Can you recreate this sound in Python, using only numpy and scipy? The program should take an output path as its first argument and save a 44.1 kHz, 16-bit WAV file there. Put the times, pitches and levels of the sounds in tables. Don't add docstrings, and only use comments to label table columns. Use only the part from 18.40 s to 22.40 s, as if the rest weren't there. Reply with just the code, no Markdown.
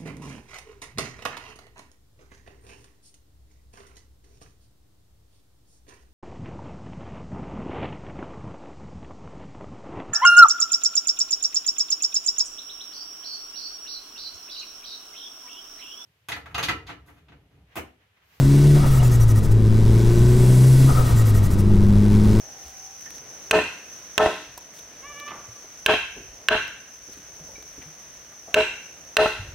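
import sys
import numpy as np
from scipy import signal
from scipy.fft import rfft, irfft, next_fast_len
from scipy.io import wavfile
from scipy.ndimage import uniform_filter1d, minimum_filter1d, map_coordinates

SR = 44100
rng = np.random.default_rng(int(sys.argv[2]) if len(sys.argv) > 2 else 0)


def wrap_up_sound(samples):
    columns = np.atleast_2d(samples).T
    tamed = np.clip(columns, -1, 1)
    steps = np.round(tamed * 32767).astype(np.int16)
    wavfile.write(sys.argv[1], SR, steps)


N = 176400

# pitch_hz, width_hz, lift_db
CABIN_RESONANCES = [(1515, 34, 12.5), (1929, 61, 9), (2216, 180, 5.5), (2760, 110, 5), (3414, 120, 4.5),
                    (3910, 130, 4.5), (5070, 170, 4.5), (5970, 250, 4), (7890, 610, 5), (9970, 680, 2)]
# middle_s, length_s, level_db, whistle_hz, whistle_db, octave_db
CHUFFS = [(0.477, 0.034, -37, 7900, -62, -65), (0.55, 0.09, -36, 7750, -47, -48),
          (0.657, 0.058, -36, 7100, -43, -45), (0.739, .056, -36, 6340, -44, -47),
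          (0.823, 0.047, -37.5, 5850, -41, -45), (0.903, .046, -36, 6000, -45, -56),
          (.976, 0.042, -37.5, 5700, -50, -56), (1.048, 0.037, -38, 5500, -52, -57),
          (1.12, 0.018, -37.5, 5300, -52, -60), (2.588, 0.076, -40, 8000, -50, -38),
          (2.69, 0.089, -37, 7520, -62, -50), (2.791, 0.07, -36, 7150, -42, -44),
          (2.883, 0.057, -36.5, 6530, -53, -41), (2.968, .052, -37, 5950, -46, -45),
          (3.052, 0.046, -37, 6097, -49, -50), (3.127, 0.043, -38, 5890, -50, -51),
          (3.199, 0.029, -37, 5410, -47, -60)]
CHUFF_EDGE_S = .018
# pitch_hz, level_db
HONK_COLOUR = [(600, -3), (1080, -18.5), (1200, 5), (1300, 7), (1400, -5.5), (1520, -9), (1700, -53),
               (3000, -42)]


def exhaust(firing_hz, phase):
    # time_s, level_db
    boom_levels = [(0, -15), (.34, -10), (.41, -18.5), (.47, -15.5), (.97, -14.5), (1.06, -26), (1.12, -15),
                   (1.7, -14.5), (2.3, -10), (2.5, -12), (2.525, -27), (2.58, -16), (2.72, -18), (2.8, -14),
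                   (3.02, -16.5), (3.1, -23), (3.18, -18), (4, -15.5)]
    # time_s, level_db
    engine_load = [(0, -5.5), (.35, 2.5), (.46, -17.5), (1, -13), (1.22, -0.5), (2, 0.5), (2.47, -2),
                   (2.56, -29), (3.05, -15), (3.3, -3.5), (4, 1.5)]
    # pitch_hz, level_db
    cabin_second = [(195, -18), (204, -14.5), (211, -20.5), (220, -28.5), (229, -33.5), (245, -32),
                    (262, -30), (270, -23.5), (280, -18), (290, -30.5)]
    # pitch_hz, level_db
    cabin_third = [(300, -33), (332, -33.5), (347, -25), (363, -23.5), (378, -29), (392, -42.5), (435, -35)]
    # pitch_hz, level_db
    burble_colour = [(30, -71), (55, -26), (78, -34), (100, -42.5), (135, -39), (170, -34), (205, -29.5),
                     (250, -45), (310, -38.5), (350, -28.5), (385, -36), (425, -35), (470, -51.5),
                     (600, -52.5), (900, -53.5)]
    load = amp(curves(engine_load)[0])
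    out = amp(curves(boom_levels)[0] + .6 * wobble(21.38)) * np.cos(phase)
    for k, cabin in enumerate((cabin_second, cabin_third), 2):
        level_db = along(cabin, k * firing_hz) + wobble(16)
        out += load * amp(level_db) * np.cos(k * phase + .14 * wobble(25))
    rasp_db = 3.5 * np.log2(firing_hz / firing_hz.mean())
    for quarters in range(1, 21):
        if quarters not in (4, 8, 12):
            multiple = quarters / 4
            level_db = along(burble_colour, multiple * firing_hz) + 2.2 * wobble(6)
            level_db += rasp_db * (multiple > 2) - 4 * (quarters % 2)
            drift = rng.standard_normal() + .44 * wobble(15)
            out += load * amp(level_db) * np.cos(multiple * phase + drift)
    return -np.sqrt(2) * out


def intake(phase):
    # time_s, level_db, pulsing (0 = steady)
    hiss_levels = [(0, -38, 0.1), (.35, -34.5, 0.2), (.5, -38.5, .05), (.7, -39.5, 0.03), (.9, -46, 0.03),
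                   (1.19, -46.5, 0.64), (1.27, -42.5, 0.68), (1.6, -38.5, 0.47), (1.95, -38, 0.29),
                   (2.2, -37.5, .05), (2.5, -36, 0), (2.7, -38, 0.15), (3, -42.5, 0.02), (3.27, -46, 0.37),
                   (3.34, -43.5, .65), (3.55, -42.5, .6), (3.75, -40, .45), (4, -37.5, .4)]
    # pitch_hz, level_db
    hiss_colour = [(600, 5.5), (1500, 3), (2500, 0), (4000, 1.5), (6000, 0), (8000, -5), (10000, -4),
                   (13000, -9.5), (16000, -10)]
    level_db, pulsing = curves(hiss_levels)
    depth = np.clip(1.42 * pulsing, 0, .95)
    gulps = np.sqrt(1 + depth * np.cos(phase))
    return amp(level_db) * gulps * noise(hiss_colour, CABIN_RESONANCES)


def compressor():
    # time_s, level_db, pitch_hz
    whoosh_path = [(0, -47, 7560), (.35, -44.5, 9150), (.6, -58, 8000), (1.3, -61, 6004), (1.8, -46, 7660),
                   (2.1, -41, 9100), (2.35, -39, 10000), (2.52, -42, 10000), (2.75, -56, 8500),
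                   (3.5, -78, 6000), (4, -60, 7507)]
    # pitch_hz, level_db
    hiss_colour = [(3000, -10), (5000, -1), (7500, 1), (9000, -3), (12000, -1), (16000, -9)]
    level_db, pitch_hz = curves(whoosh_path)
    hz, slice_s, slices = signal.stft(rng.standard_normal(N), SR, nperseg=256)
    octaves_away = np.log2((hz[:, None] + 1) / np.interp(slice_s, np.arange(N) / SR, pitch_hz))
    whoosh = signal.istft(slices / (1 + (octaves_away / .17) ** 2), SR, nperseg=256)[1][:N]
    hiss = noise(hiss_colour, CABIN_RESONANCES)
    return amp(level_db) * (amp(-3) * unit(whoosh) + amp(2) * hiss)


def flutter():
    # pitch_hz, level_db
    chuff_colour = [(800, 7), (1550, -2.5), (1900, -1), (2200, -6), (2800, -11), (4200, -5), (5500, -1.5),
                    (7000, 1), (8000, -1.5), (10000, 0.5), (13000, -8), (16000, -15)]
    # pitch_hz, level_db
    spray_colour = [(5000, -31), (9000, -4), (12000, 1.5), (13500, 5), (16000, -3.5)]
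    flow = sum(amp(db) * puff(s, length, CHUFF_EDGE_S) for s, length, db, *_ in CHUFFS)
    spray_flow = flow.max() * (flow / flow.max()) ** 1.4
    chuffs = amp(-2.5) * flow * noise(chuff_colour, CABIN_RESONANCES)
    spray = amp(-9) * spray_flow * noise(spray_colour)
    honk = amp(-6.5) * flow * noise(HONK_COLOUR)
    return chuffs + spray + honk


def honks():
    # middle_s, length_s, ring_db, gulp_db
    surges = [(0.373, 0.053, -37, -30), (0.456, 0.061, -33, -30), (0.56, 0.05, -38, -34),
              (0.623, .04, -54, -30.5), (2.507, .04, -26, -30.5), (2.589, 0.074, -29.5, -35),
              (2.697, .06, -34.5, -34.5)]
    # start_s, level_db
    lifts = [(.36, -39.5), (2.48, -38)]
    # middle_s, length_s, pitch_hz, level_db
    hoots = [(.47, .02, 745, -33), (.603, .011, 2850, -35), (.657, .011, 2680, -38)]
    # pitch_hz, level_db
    gulp_colour = [(350, -3), (480, -9), (560, 2), (640, -9.5), (730, 5.5), (820, -13.5), (900, 0),
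                   (1100, -8.5), (2500, -22.5), (5000, -45.5)]
    # pitch_hz, likeness (1 = the same)
    likeness = [(500, 0.94), (800, 0.24), (1250, -0.056), (2000, 1)]
    edge_s, fade_db_per_s = .045, 15
    t = np.arange(N) / SR
    ring = sum(amp(db) * puff(s, length, edge_s) for s, length, db, _ in surges)
    linger = sum(amp(db - fade_db_per_s * np.abs(t - s)) * np.clip((t - s) / edge_s, 0, 1)
                 for s, db in lifts)
    gulp = sum(amp(db) * puff(s, length, edge_s) for s, length, _, db in surges)
    chirps = sum(amp(db) * puff(s, length, .011) * np.sin(2 * np.pi * hz * t + .68 * wobble(240))
                 for s, length, hz, db in hoots)
    honk = np.hypot(ring, linger) * noise(HONK_COLOUR, likeness=likeness)
    honk += gulp * noise(gulp_colour, likeness=likeness)
    return honk * lean_left(db=2) + chirps


def whistle():
    sag_octaves_per_s = 1.0
    out = np.zeros(N)
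    breath = np.array([wobble(600 * k) + 1j * wobble(600 * k) for k in (1, 2)])
    for s, length, _, hz, *levels in CHUFFS:
        i = np.arange(int((s - length / 2) * SR), int((s + length / 2) * SR))
        pitch_hz = hz * 2 ** (-sag_octaves_per_s * (i / SR - s))
        phase = 2 * np.pi * np.cumsum(pitch_hz) / SR
        swell = np.sqrt(np.hanning(len(i)))
        for k, db in enumerate(levels, 1):
            out[i] += amp(db) * swell * np.real(breath[k - 1, i] * np.exp(1j * k * phase))
    return out


def pipe_note():
    # pitch_hz, level_db
    note_colour = [(1500, -46), (1780, -12), (1890, 10), (2020, -36), (2400, -14)]
    blowing = sum(puff(s, length, CHUFF_EDGE_S) for s, length, *_ in CHUFFS)
    return amp(-44.5) * blowing * noise(note_colour)


def road():
    # time_s, level_db
    rumble_levels = [(0, -22), (.3, -22.5), (.45, -19), (1, -19), (1.3, -18.5), (1.5, -18.5), (1.9, -19),
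                     (2.05, -24), (2.3, -28), (2.48, -19.5), (2.57, -18), (2.74, -18), (2.85, -22),
                     (3, -18), (3.4, -16), (4, -20)]
    roar_levels = [(0, -29), (1, -30.5), (1.4, -29.5), (2, -25.5), (2.45, -28.5), (2.8, -29), (3.2, -29.5),
                   (4, -26)]
    # pitch_hz, level_db
    rumble_colour = [(12, 6), (22, -14.5), (32, 4), (45, -2), (60, 0), (80, -7), (115, -4.5), (160, -10.5),
                     (300, -38), (600, -107)]
    roar_colour = [(60, -14), (150, -2), (205, 4.5), (280, -1.5), (400, -4.5), (500, -9), (560, -10.5),
                   (640, -13.5), (750, -17.5), (980, -14.5), (1200, -20.5), (1800, -25), (3000, -33.5),
                   (8000, -56), (15000, -49)]
    rumble = amp(curves(rumble_levels)[0]) * noise(rumble_colour)
    roar = amp(curves(roar_levels)[0]) * noise(roar_colour)
    return rumble + roar


def noise(colour, resonances=(), likeness=None):
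    # pitch_hz, likeness (1 = the same)
    cabin_likeness = [(50, 0.96), (150, 0.94), (300, 0.89), (550, 0.64), (1200, 0.45), (2000, 0.68),
                      (4000, .96), (6500, 1)]

    def response(hz):
        lift_db = sum(db / (1 + (2 * (hz - centre) / width) ** 2) for centre, width, db in resonances)
        spread = np.arccos(np.clip(along(likeness or cabin_likeness, hz), -1, 1)) / 2
        return amp(along(colour, hz) + lift_db) * [np.cos(spread), np.sin(spread)]
    mid, side = filtered(rng.standard_normal((2, N)), response)
    return unit(np.array([mid + side, mid - side]))


def puff(middle_s, length_s, edge_s):
    out = np.zeros(N)
    first, last = int((middle_s - length_s - edge_s) * SR), int((middle_s + length_s + edge_s) * SR)
    i = np.arange(max(0, first), min(N, last))
    ramp = np.clip((length_s / 2 - np.abs(i / SR - middle_s)) / edge_s + .5, 0, 1)
    out[i] = np.sin(np.pi * ramp / 2) ** 2
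    return out


def wobble(rate):
    steps = np.arange(0, N * rate / SR + 1, 1 / 6)
    values = rng.standard_normal(size=8192)[:int(steps[-1]) + 2]
    curve = map_coordinates(values, [steps], mode="mirror")
    return np.interp(np.arange(N) * (rate / SR), steps, curve)


def amp(db):
    return np.exp(np.asarray(db) * (np.log(10) / 20))


def lean_left(db):
    return amp(db * np.array([[.5], [-.5]]))


def unit(x):
    return x / np.sqrt(np.mean(x ** 2) + 1e-20)


def along(points, hz):
    pitches, values = np.transpose(points)
    return np.interp(np.log(hz + 1), np.log(pitches + 1), values)


def curves(rows):
    times, *columns = np.transpose(rows)
    return [np.interp(np.arange(N) / SR, times, column) for column in columns]


def filtered(x, response):
    size = next_fast_len(N + 8192)
    return irfft(rfft(x, size) * response(np.fft.rfftfreq(size, 1 / SR)), size)[..., :N]


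def scene():
    # time_s, firing_hz
    engine_speed = [(0, 132.3), (.08, 139.3), (.29, 144.5), (.39, 144.7), (.48, 135.8), (.75, 118.4),
                    (1.03, 103.4), (1.17, 110.8), (1.28, 107.7), (1.65, 114.9), (2, 123.1), (2.3, 129.5),
                    (2.49, 132.9), (2.62, 121.5), (3.13, 94.26), (3.27, 101.9), (3.37, 99.67), (4, 106.2)]
    firing_hz, = curves(engine_speed)
    jitter = 1 + .003 * wobble(24.9)
    phase = 2 * np.pi * np.cumsum(firing_hz * jitter) / SR
    engine = exhaust(firing_hz, phase) + intake(phase)
    turbo = compressor() + flutter() + pipe_note() + whistle() + honks()
    return engine + turbo + road()


def record(dry):
    # pitch_hz, level_db
    balance = [(60, 1.3), (130, 1.2), (350, 1.2), (640, 2), (1200, 3), (2400, 1), (5000, 0)]
    ceiling, hold_samples, top_hz = .6, int(.01 * SR), 15780
    heard = filtered(dry, lambda hz: lean_left(along(balance, hz)))
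    needed_gain = np.minimum(1, ceiling / (np.abs(heard).max(axis=0) + 1e-9))
    smooth_gain = uniform_filter1d(minimum_filter1d(needed_gain, hold_samples), hold_samples)
    return filtered(heard * smooth_gain, lambda hz: hz < top_hz)


dry = scene()
out = record(dry)
wrap_up_sound(out)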